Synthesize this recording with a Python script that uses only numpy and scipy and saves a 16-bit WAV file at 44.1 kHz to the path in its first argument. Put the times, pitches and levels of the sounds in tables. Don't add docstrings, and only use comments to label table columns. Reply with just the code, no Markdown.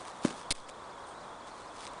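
import sys
import numpy as np
from scipy import signal
from scipy.fft import rfft, irfft, next_fast_len
from scipy.io import wavfile
from scipy.ndimage import uniform_filter1d, map_coordinates

SR = 44100
rng = np.random.default_rng(int(sys.argv[2]) if len(sys.argv) > 2 else 0)


def waveform_to_disk(signal):
    frames = np.transpose(np.atleast_2d(signal))
    scaled = np.clip(frames, -1, 1) * 32767
    samples = np.round(scaled).astype(np.int16)
    wavfile.write(sys.argv[1], SR, samples)


N = 88200
TOP_HZ = 10020

# frequency in Hz, relative level in dB.
SCUFF_SPECTRUM = [(40, -15), (120, -8), (400, -3), (1000, -1.5), (2000, -7), (5000, -14.5), (10000, -19)]


def amp(db):
    return 10 ** (np.asarray(db) / 20)


def unit(x):
    return x / np.sqrt(np.mean(x ** 2) + 1e-20)


def since(start):
    return np.arange(N) / SR - start


def filtered(x, response):
    size = next_fast_len(N + SR // 2)
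    return irfft(rfft(x, size) * response(np.fft.rfftfreq(size, 1 / SR)), size)[:N]


def noise(spectrum):
    hz, db = np.transpose(spectrum)
    white = rng.standard_normal(N)
    return unit(filtered(white, lambda f: amp(np.interp(np.log(f + 1), np.log(hz), db)) * (f < TOP_HZ)))


def wobble(rate):
    return map_coordinates(rng.standard_normal(N // 8), [np.arange(N) * rate / SR], mode="wrap")


def decay(start, decay_s):
    t = since(start)
    return (t >= 0) * np.exp(-np.abs(t) / decay_s)


def traffic():
    # frequency in Hz, relative level in dB.
    hush_spectrum = [(15, -22.5), (30, -9), (60, -11), (140, -10.5), (330, -6.5), (420, -6.5), (570, -2),
                     (780, -3), (1030, 1), (1400, -7.5), (2000, -16), (2700, -22.5), (4000, -23.5),
                     (5600, -26), (8400, -26.5), (10000, -29)]
    hush = noise(hush_spectrum)
    sway_db, flutter_db = -0.43 * wobble(3.04), 0.5 * wobble(25.02)
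    return hush * amp(-46.5 + sway_db + flutter_db)


def camera_whistle():
    # time of peak in seconds, pitch rise in Hz.
    darts = [(.68, 648), (.85, 1150), (.91, 554), (1.18, 649), (1.215, 1350), (1.52, 795), (1.58, 948),
             (1.645, 653), (1.68, 651), (1.92, 1322)]
    rest_hz, dart_width_s = 3300, 0.009
    hz = rest_hz + 230 * np.logaddexp(0, 2 * wobble(85))
    hz += sum(rise * np.exp(-(since(peak) / dart_width_s) ** 2 / 2) for peak, rise in darts)
    hz += 140 * wobble(900)
    flicker = amp(2.5 * wobble(85))
    return amp(-63.7) * unit(flicker * np.sin(2 * np.pi * np.cumsum(hz) / SR))


def rustle():
    # time of peak in seconds, level in dB, rise and fall times in seconds.
    swishes = [(0.016, -52, 0.023, 0.025), (.085, -49, 0.022, 0.03), (.18, -56, .03, 0.04),
               (.258, -44.5, 0.022, 0.073), (.40, -51.5, 0.06, 0.038), (.552, -42.5, 0.0034, 0.042),
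               (.695, -45, 0.0093, 0.0093), (1.085, -59, 0.015, 0.023), (1.481, -54, .012, 0.024),
               (1.60, -58.5, 0.044, 0.089), (1.84, -48.3, .06, .035)]
    # frequency in Hz, relative level in dB.
    grass_spectrum = [(150, -7), (400, 1), (1200, -2.5), (2500, -2.5), (4500, -2.5), (7000, -5.5),
                      (9500, -5)]
    # start in seconds, level in dB.
    stem_snaps = [(.3805, -46), (0.414, -38.5), (1.8533, -35.5), (1.868, -33), (1.876, -36), (1.935, -42)]
    power = np.zeros(N)
    for peak, db, rise, fall in swishes:
        t = since(peak)
        envelope = np.where(t < 0, np.exp(-(t / rise) ** 2 / 2), np.exp(-np.abs(t) / fall))
        power += (amp(db) * envelope) ** 2
    grains = unit(noise(grass_spectrum) * amp(4.5 * wobble(rate=700)))
    snaps = sum(amp(db) * decay(start, decay_s=0.001) for start, db in stem_snaps)
    return np.sqrt(power) * grains + snaps * noise(grass_spectrum)


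def footfalls():
    # start in seconds, thud level in dB, scuff level in dB.
    steps = [(.2482, -14.5, -30.5), (0.3048, -43, -38)]
    # frequency in Hz, relative level in dB, swell time in seconds.
    turf_modes = [(259.5, 1, 0.0036), (561, -11, 0.0041)]
    scuff_delay_s, scuff_rise_s, scuff_fall_s = 0.002, 0.0039, 0.005
    low_cut_hz = 113
    thuds, scuffs = np.zeros(N), np.zeros(N)
    for start, thud_db, scuff_db in steps:
        t = np.maximum(since(start), 0)
        for hz, db, swell in turf_modes:
            envelope = (t / swell * np.exp(1 - t / swell)) ** 4
            thuds += amp(thud_db + db) * envelope * np.sin(2 * np.pi * hz * t)
        t = since(start + scuff_delay_s)
        scuffs += amp(scuff_db) * np.exp(-np.abs(t) / np.where(t < 0, scuff_rise_s, scuff_fall_s))
    thuds = filtered(thuds, lambda f: f ** 2 / np.hypot(f ** 2, low_cut_hz ** 2))
    return thuds + scuffs * noise(SCUFF_SPECTRUM)


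def garden_reflections(x):
    wall_delay_s, hedge_t60_s = 0.0245, 0.29
    tail = noise(SCUFF_SPECTRUM) * decay(0, hedge_t60_s / np.log(1000))
    tail /= np.linalg.norm(tail)
    echo = filtered(x, lambda f: np.exp(-2j * np.pi * f * wall_delay_s))
    return amp(-17) * echo + amp(-21.5) * signal.fftconvolve(x, tail)[:N]


def rake_strike():
    # start in seconds, level in dB, decay time in seconds.
    contacts = [(.5068, -18.5, .0019), (0.51, -16, .0068), (0.5225, -25, 0.0031)]
    # frequency in Hz, relative level in dB, seconds to fall 60 dB if left to ring.
    tine_modes = [(2174, -3, 0.13), (2680, -2.5, 0.054), (3660, 2.5, 0.082), (4160, 0, 0.09),
                  (4830, 1.5, .07), (5200, 0, 0.076), (5790, -7, .06), (8080, 1, 0.043), (9650, -1, .06)]
    # frequency in Hz, relative level in dB.
    crack_spectrum = [(100, -1), (400, 2), (900, -3.5), (1400, -9.5), (1800, -2.5), (2500, -1),
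                      (3000, -3.5), (4200, 1), (7000, -6.5), (9700, -1)]
    landing_s, click_s, cutoff_s = contacts[0][0], 0.5229, 0.5255
    t = since(landing_s)
    brush = amp(-28) * np.exp(-np.abs(t) / 0.00098)
    blows = sum(amp(db) * decay(start, decay_s) for start, db, decay_s in contacts)
    crack = (brush + blows) * noise(crack_spectrum)
    ring = np.zeros(N)
    for hz, db, t60 in tine_modes:
        envelope = amp(db) * decay(landing_s, t60 / np.log(1000))
        ring += envelope * np.sin(2 * np.pi * (hz * t + rng.random()))
    ring *= amp(-22.5) * (1 - decay(landing_s, 0.0022))
    hard_click = amp(-2) * decay(click_s, 0.0001) * np.sin(2 * np.pi * 8000 * since(click_s))
    cutoff = np.exp(-np.maximum(since(cutoff_s), 0) / 0.0008)
    pressure_swing = -amp(-26) * decay(landing_s, 0.052) * np.cos(2 * np.pi * 5.8 * t)
    return (crack + ring + hard_click) * cutoff + pressure_swing


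def sizzle():
    # frequency in Hz, relative level in dB.
    sizzle_spectrum = [(6500, -37), (7900, -12), (8400, 2), (8900, -9), (10000, -9)]
    peak_s, width_s = 1.088, 0.023
    return amp(-61) * noise(sizzle_spectrum) * np.exp(-(since(peak_s) / width_s) ** 2 / 2)


def scene():
    steps = footfalls()
    return (steps + garden_reflections(steps) + rake_strike() + rustle() + traffic() + sizzle())[None]


def record(dry):
    sense_hz, threshold_db, window_s, release_s = 1500, -27.5, 0.009, 0.13
    mic = dry[0]
    treble = filtered(mic, lambda f: f / np.hypot(f, sense_hz))
    power = np.abs(uniform_filter1d(treble ** 2, int(window_s * SR)))
    excess_db = np.maximum(10 * np.log10(power + 1e-12) - threshold_db, 0)
    release = np.exp(-since(0) / release_s)
    duck_db = np.maximum.accumulate(excess_db / release) * release
    track = mic * amp(-duck_db) + camera_whistle()
    return filtered(track, lambda f: 1 / np.sqrt(1 + (f / TOP_HZ) ** 300))[None]


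dry = scene()
out = record(dry)
waveform_to_disk(out)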